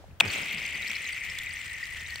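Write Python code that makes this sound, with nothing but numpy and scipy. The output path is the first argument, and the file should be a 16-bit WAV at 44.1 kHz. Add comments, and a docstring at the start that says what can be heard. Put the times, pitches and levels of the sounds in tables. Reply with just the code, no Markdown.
"""A faint swish of a throwing arm in light wind, then a plate of ice bursts on a frozen lake.
The blow runs through the ice sheet as a falling boom, low notes arriving last. Pieces patter down
and hundreds of shards skitter away, sizzling, ticking and tinkling. Each contact makes the sheet
sing near 2 kHz, lower and narrower as the shards slide farther off."""
import sys
import numpy as np
from scipy.fft import rfft, irfft, next_fast_len
from scipy.io import wavfile
from scipy.ndimage import map_coordinates

SR = 44100
rng = np.random.default_rng(int(sys.argv[2]) if len(sys.argv) > 2 else 0)


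def store_wav(level_fs):
    """Save 16-bit WAV to argv[1]."""
    pcm = np.round(np.clip(np.atleast_2d(level_fs), -1, 1) * 32767)
    wavfile.write(sys.argv[1], SR, pcm.T.astype(np.int16))


N = 97020

# EQ of the wind rumble: f/Hz, level/dB
WIND_EQ = [(20, -8.5), (45, -2), (80, 4.5), (110, -4.5), (170, -10), (300, -20), (700, -22), (2000, -26.5),
           (5000, -37), (15000, -44.5)]
# envelope of the wind bed: t/s, level/dB
WIND_ENVELOPE = [(0, -55), (.1, -50.5), (.5, -53.5), (.8, -52), (1.1, -57.5), (1.25, -50.5), (1.5, -54),
                 (1.8, -51), (2.05, -51.5), (2.2, -51)]
# stereo image of wind and swish: f/Hz, left-right correlation
AIR_IMAGE = [(30, 0.015), (70, 0.24), (130, 0.66), (300, 0.86), (3000, 0)]
# EQ of the throwing arm's rustle: f/Hz, level/dB
SWISH_EQ = [(150, -4), (550, 2), (900, -5.5), (2000, -11), (5000, -17), (15000, -30)]
# handling taps during the throw: t/s, level/dB, f/Hz
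HANDLING_TAPS = [(0.0413, -39, 676), (.089, -41, 133), (.1105, -54, 2530), (.112, -42.5, 142)]
# stereo image of the ice noises: f/Hz, left-right correlation
ICE_IMAGE = [(200, 0.84), (2500, 0.037), (4500, 0.71), (6500, -0.068), (8300, 0.33), (10000, -0.23),
             (14000, -0.39)]
# EQ of the shower of falling pieces: f/Hz, level/dB
PATTER_EQ = [(60, -19.5), (150, 6.5), (300, 0.5), (650, 0), (1000, -4), (1500, -1), (2500, 8.5),
             (5000, -33.5)]
# envelope of that shower: t/s, level/dB
PATTER_ENVELOPE = [(.212, -38.5), (.23, -30), (.29, -37.5), (.335, -37), (.4, -36.5), (.46, -44),
                   (.6, -44.5), (.66, -47), (.72, -46.5), (1.4, -56.5), (2.2, -62.5)]
# EQ of shards scraping the ice: f/Hz, level/dB
SCRAPE_EQ = [(200, -30.5), (900, -6), (1500, 5), (2800, 8.5), (3900, 0), (5500, -2), (7500, -3),
             (8400, -2.5), (9500, -13), (11700, -9), (12700, -12.5), (15500, -6)]
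# envelope of the scraping: t/s, level/dB
SCRAPE_ENVELOPE = [(.212, -46.5), (.25, -41.5), (.335, -34.5), (.43, -40.5), (.75, -44.5), (.9, -40.5),
                   (1.2, -45), (1.6, -44.5), (2.2, -46)]
# pitches round which the small shards ring: f/Hz
SHARD_PITCHES = [5870, 6400, 7120, 8240, 8100, 8400]
# clear clinks of single shards: t/s, level/dB, f/Hz
CLINK_CUES = [(.351, -40, 6880), (.38, -33.5, 8370), (.5275, -39, 13470), (.5455, -40, 8350),
              (.65, -39, 6130), (.6615, -40, 8260), (.7725, -43, 6180), (1.017, -38.5, 8150),
              (1.0645, -40, 7090), (1.075, -36, 6370), (1.1268, -34, 8430), (1.434, -38, 11800),
              (1.535, -34, 8175), (1.6585, -38.5, 8450), (1.7305, -36.5, 8170), (1.9338, -38, 8200)]
# sharp collisions and their ring: t/s, level/dB, f/Hz
TICK_CUES = [(.329, -29, 3300), (.6617, -29, 3000), (.8605, -33, 3400), (.8715, -32, 4300),
             (.877, -28, 4770), (.9148, -26.5, 3300), (.966, -32, 5000), (1.299, -30, 7500),
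             (1.3868, -22.5, 3500), (1.8555, -34, 5960), (2.1055, -32, 4500), (2.158, -27, 4560)]
# EQ of a collision's crack: f/Hz, level/dB
CRACK_EQ = [(300, -16), (1400, -13.5), (2900, 0.5), (4100, 2.5), (5600, -11), (7700, -3), (9500, -28.5),
            (12000, -9), (15500, -18)]
# larger pieces bumping the sheet: t/s, level/dB, f/Hz
BUMP_CUES = [(.651, -28, 2400), (.861, -29, 2200), (.9025, -25, 2300), (.9605, -26, 2200),
             (1.088, -29.5, 2200), (1.213, -31, 2200), (1.3715, -32, 2200), (1.4668, -28.5, 2250),
             (1.8265, -29.5, 1910), (2.12, -36, 1890)]
# envelope of the sheet's song under the sliding swarm: t/s, level/dB
SONG_ENVELOPE = [(.212, -59), (.24, -45.5), (.34, -34.5), (.42, -37.5), (.52, -34.5), (.75, -36.5),
                 (.92, -37), (1.15, -37), (1.55, -40), (1.85, -40.5), (2.2, -42.5)]
# blows that send a bending wave through the sheet: t/s, level/dB, lowest f/Hz
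BOOM_CUES = [(.2, -36.5, 80), (.495, -47, 130), (.85, -53, 135)]
# EQ of the bending wave: f/Hz, level/dB
BOOM_EQ = [(90, 2), (110, 1), (130, -3), (170, -6), (220, 4), (300, -8), (1000, -18)]
# stages of the plate breaking: t/s, tone level/dB, start f/Hz, end f/Hz, length/s, crunch offset/dB
BREAK_CUES = [(.2011, -15, 3250, 2600, .0038, 0), (.2056, -4, 3450, 3350, .0008, -3),
              (.2069, -5.5, 2750, 2450, .0027, -3), (.2104, -12, 1700, 700, .0012, -3)]
# EQ of the breaking crunch: f/Hz, level/dB
CRUNCH_EQ = [(100, -20), (700, 1.5), (1300, 4), (1900, 4), (3400, 0), (4400, -3.5), (6300, -5.5),
             (8000, 0.5), (10000, -13.5), (14000, -9)]

SCATTER_START_S = .213  # the shards set off
SHEET_HZ, SHEET_PAN_DB = 1781, 4  # grazing pitch: the note the sheet sings from far away


def amp(db):
    """Decibels to gain."""
    return 10 ** (np.asarray(db) / 20)


def unit(x):
    """Scale to rms 1."""
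    return x / np.sqrt(np.mean(x ** 2) + 1e-20)


def along(points, hz):
    """Read (f/Hz, value) points on a log frequency axis."""
    f, v = np.transpose(points)
    return np.interp(np.log(hz + 1), np.log(f + 1), v)


def clock():
    """Time of each sample in seconds."""
    return np.arange(N) / SR


def curve(rows):
    """Draw an automation line through (t/s, value) points."""
    return np.interp(clock(), *np.transpose(rows))


def wobble(rate):
    """Smooth random modulation, rate knots a second."""
    return map_coordinates(rng.standard_normal(1000), [clock() * rate], mode="mirror")


def pan(db):
    """Gains for left and right, left louder by db."""
    return amp(np.array([[db], [-db]]) / 2)


def coloured(pair, eq, image):
    """Turn two unrelated signals into stereo of rms 1 with the given EQ and image."""
    m = 2 * next_fast_len(N)
    hz = np.fft.rfftfreq(m, 1 / SR)
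    cepstrum = irfft(np.log(amp(along(eq, hz))))
    cepstrum[1:m // 2] *= 2  # minimum phase: no pre-ring on the attacks
    cepstrum[m // 2 + 1:] = 0
    spectrum = rfft(pair, m) * np.exp(rfft(cepstrum))
    width = np.arccos(np.clip(along(image, hz), -1, 1)) / 2
    mid, side = irfft(spectrum * [np.cos(width), np.sin(width)])[:, :N]
    return unit(np.array([mid + side, mid - side]))


def noise(eq, image):
    """Steady stereo noise with the given EQ and image."""
    return coloured(rng.standard_normal((2, N)), eq, image)


def contacts(per_s, scatter_db):
    """Random tiny impacts of uneven size, as two signals that share their timing."""
    size = amp(scatter_db * np.minimum(rng.exponential(size=N), 4))
    return (rng.random(N) < per_s / SR) * size * rng.standard_normal((2, N))


def tones(s, envelope, phase, skew):
    """Mix short tones, one per row, starting at s; skew is the phase between the ears in radians."""
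    at = (np.round(s * SR).astype(int) + np.arange(envelope.shape[1])).ravel()
    ears = [envelope * np.sin(phase + side * skew / 2) for side in (1, -1)]
    return np.array([np.bincount(at, ear.ravel(), N)[:N] for ear in ears])


def pings(s, gain, hz, rise_s, skew):
    """Tones of steady pitch that swell for rise_s and die away."""
    t = np.arange(SR // 30) / SR
    s, gain, hz, rise_s, skew = [v[:, None] for v in np.broadcast_arrays(s, gain, hz, rise_s, skew)]
    envelope = gain * t / rise_s * np.exp(1 - t / rise_s)
    return tones(s, envelope, 2 * np.pi * hz * t, skew)


def chirps(s, gain, hz, grazing_length_s, skew, damping=3.01, sweep=6):
    """Touches on the sheet: each tone falls through hz towards SHEET_HZ; higher ones are shorter."""
    t = np.arange(SR // 40) / SR
    s, gain, hz, skew = [v[:, None] for v in np.broadcast_arrays(s, gain, hz, skew)]
    length_s = grazing_length_s * (SHEET_HZ / hz) ** damping
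    progress = np.minimum(t / length_s, 1)
    pitch = SHEET_HZ + (hz - SHEET_HZ) * sweep ** (.5 - progress)
    phase = 2 * np.pi * np.cumsum(pitch, axis=1) / SR
    return tones(s, gain * np.sin(np.pi * progress), phase, skew)


def wind():
    """The bed: light wind on the microphone, an uneven rumble over a faint hiss."""
    air = noise(WIND_EQ, AIR_IMAGE)
    gusts_db = 1.5 * wobble(rate=10)
    return air * amp(curve(WIND_ENVELOPE) + gusts_db) * pan(db=2)


def arm_swing(start_db=-55.5, fall_db_per_s=66):
    """A fading rustle and faint handling taps as the arm swings."""
    s, db, hz = np.transpose(HANDLING_TAPS)
    rustle = noise(SWISH_EQ, AIR_IMAGE) * amp(start_db - fall_db_per_s * clock())
    return rustle + pings(s, amp(db), hz, rise_s=0.00073 + 0.12 / hz, skew=0.29)


def patter():
    """Pieces thrown up by the burst rain back with dull taps that fade as they settle into sliding."""
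    taps = coloured(contacts(per_s=3000, scatter_db=3.5), PATTER_EQ, ICE_IMAGE)
    return taps * (clock() > SCATTER_START_S) * amp(curve(PATTER_ENVELOPE)) * pan(db=1)


def scraping(tink_count=200, low_hz=3800, high_hz=14000, rise_cycles=5):
    """Shards sizzle as they rub on the ice, with dry clicks where they catch, tinks where they touch."""
    sizzle = unit(contacts(per_s=7000, scatter_db=2)) * amp(2 * wobble(rate=110))
    clicks = amp(-9) * unit(contacts(per_s=110, scatter_db=-0.5))
    when, size, pitch, side = rng.random((tink_count, 4)).T
    hz = low_hz * (high_hz / low_hz) ** pitch
    tinks = amp(-7) * unit(pings(when * N / SR, size ** 2, hz, rise_cycles / hz, 2 * np.pi * side))
    spray = coloured(sizzle + clicks + tinks, SCRAPE_EQ, ICE_IMAGE)
    return spray * (clock() > SCATTER_START_S) * amp(curve(SCRAPE_ENVELOPE)) * pan(db=0.7)


def tinkling(count=110, shimmer_db=-59, fall_db_per_s=1, rise_cycles=14):
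    """Small shards ring at their own high pitches: a few clear clinks over a faint shimmer."""
    detune, size, side = rng.standard_normal((count, 3)).T
    age = rng.random(count) * (N / SR - SCATTER_START_S)
    hz = np.resize(SHARD_PITCHES, count) * np.exp(0.0038 * detune)
    gain = amp(1.7 * size - fall_db_per_s * age)
    shimmer = unit(pings(SCATTER_START_S + age, gain, hz, rise_cycles / hz, skew=2 * side))
    s, db, hz = np.transpose(CLINK_CUES)
    clinks = pings(s, amp(db), hz, rise_cycles / hz, skew=1.37 * s)  # wider as the shards fan out
    return amp(shimmer_db) * shimmer + clinks * pan(db=-4)


def ticks(ring_db=-7.5, crack_db=-4.5, crack_t60_s=.014, rise_cycles=5):
    """Shards knock together with a dry crack and a short ring."""
    s, db, hz = np.transpose(TICK_CUES)
    rings = pings(s, amp(db + ring_db), hz, rise_cycles / hz, skew=rng.standard_normal(len(s)))
    t = clock() - s[:, None]
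    envelope = np.sum((t > 0) * amp(db[:, None] - 60 * np.abs(t) / crack_t60_s), axis=0)
    return rings + envelope * amp(crack_db) * noise(CRACK_EQ, ICE_IMAGE)


def bumps():
    """Larger pieces bounce on the sheet, each with a falling chirp."""
    s, db, hz = np.transpose(BUMP_CUES)
    return chirps(s, amp(db), hz, grazing_length_s=.019, skew=0) * pan(SHEET_PAN_DB)


def sheet_song(count=2600, near_lift=.33, far_lift=.075, sink_s=1.09, scatter_db=3):
    """Each sliding contact chirps in the sheet; with distance it sinks towards SHEET_HZ and lengthens."""
    detune, size, side, polarity = rng.standard_normal((count, 4)).T
    age = (np.arange(count) + rng.random(count)) / count * (N / SR - SCATTER_START_S)
    lift = far_lift + near_lift * np.exp(-age / sink_s)  # share above the grazing pitch
    spread = .42 + .2 * age  # the lift scatters more as the swarm spreads out
    ratio = 1 + lift * np.exp(spread * np.minimum(detune, 2))
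    gain = amp(scatter_db * size) * np.sign(polarity) * ratio
    song = chirps(SCATTER_START_S + age, gain, SHEET_HZ * ratio, grazing_length_s=.01156, skew=.28 * side)
    return unit(song) * amp(curve(SONG_ENVELOPE)) * pan(SHEET_PAN_DB)


def bending_wave(octave_s=.0425, steepness=2.8, length_s=.108, fade_s=.018, rough_db=2):
    """Low notes travel slowest through the sheet, so a heavy blow arrives as a falling boom."""
    out = np.zeros(N)
    for s, db, low_hz in BOOM_CUES:
        t = np.maximum(clock() - s, 1e-3)
        hz = low_hz * (1 + (octave_s / t) ** steepness)  # an octave above low_hz at octave_s
        fade_in = np.clip(2 - hz / BOOM_EQ[-1][0], 0, 1)  # opens as the sweep drops into the EQ's range
        fade_out = np.clip((length_s - t) / fade_s, 0, 1)
        phase = 2 * np.pi * np.cumsum(hz) / SR + 0.24 * wobble(rate=290)
        level_db = db + along(BOOM_EQ, hz) + rough_db * wobble(rate=110)
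        out += fade_in * fade_out * amp(level_db) * np.sin(phase)
    return out


def smash(attack_s=.0003, droop_db=3, release_s=.0006, crunch_db=-19):
    """The plate hits and splits in quick stages: each a falling tone of the sheet with a crunch."""
    out = np.zeros((2, N))
    for s, db, start_hz, end_hz, length_s, offset_db in BREAK_CUES:
        t = np.maximum(clock() - s, 0)
        progress = np.minimum(t / length_s, 1)
        attack = np.minimum(t / attack_s, 1)
        release = np.exp(-np.maximum(t - length_s, 0) / release_s)
        hz = start_hz + (end_hz - start_hz) * progress
        tone = amp(db) * np.sin(2 * np.pi * np.cumsum((t > 0) * hz) / SR)
        crunch = amp(crunch_db + offset_db) * noise(CRUNCH_EQ, ICE_IMAGE)
        out += attack * amp(-droop_db * progress) * release * (tone + crunch)
    return out * pan(db=4)


def scene():
    """Open-air mix: every layer arrives directly, with no reverb."""
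    impact = smash() + bending_wave()
    debris = sheet_song() + scraping() + patter() + tinkling() + ticks() + bumps()
    return impact + debris + arm_swing() + wind()


def record(dry):
    """A brick-wall low-pass takes the very top off the mix."""
    top_hz = 15750
    m = next_fast_len(N + SR // 2)
    passband = np.fft.rfftfreq(m, 1 / SR) < top_hz
    return irfft(rfft(dry, m) * passband, m)[:, :N]


dry = scene()
out = record(dry)
store_wav(out)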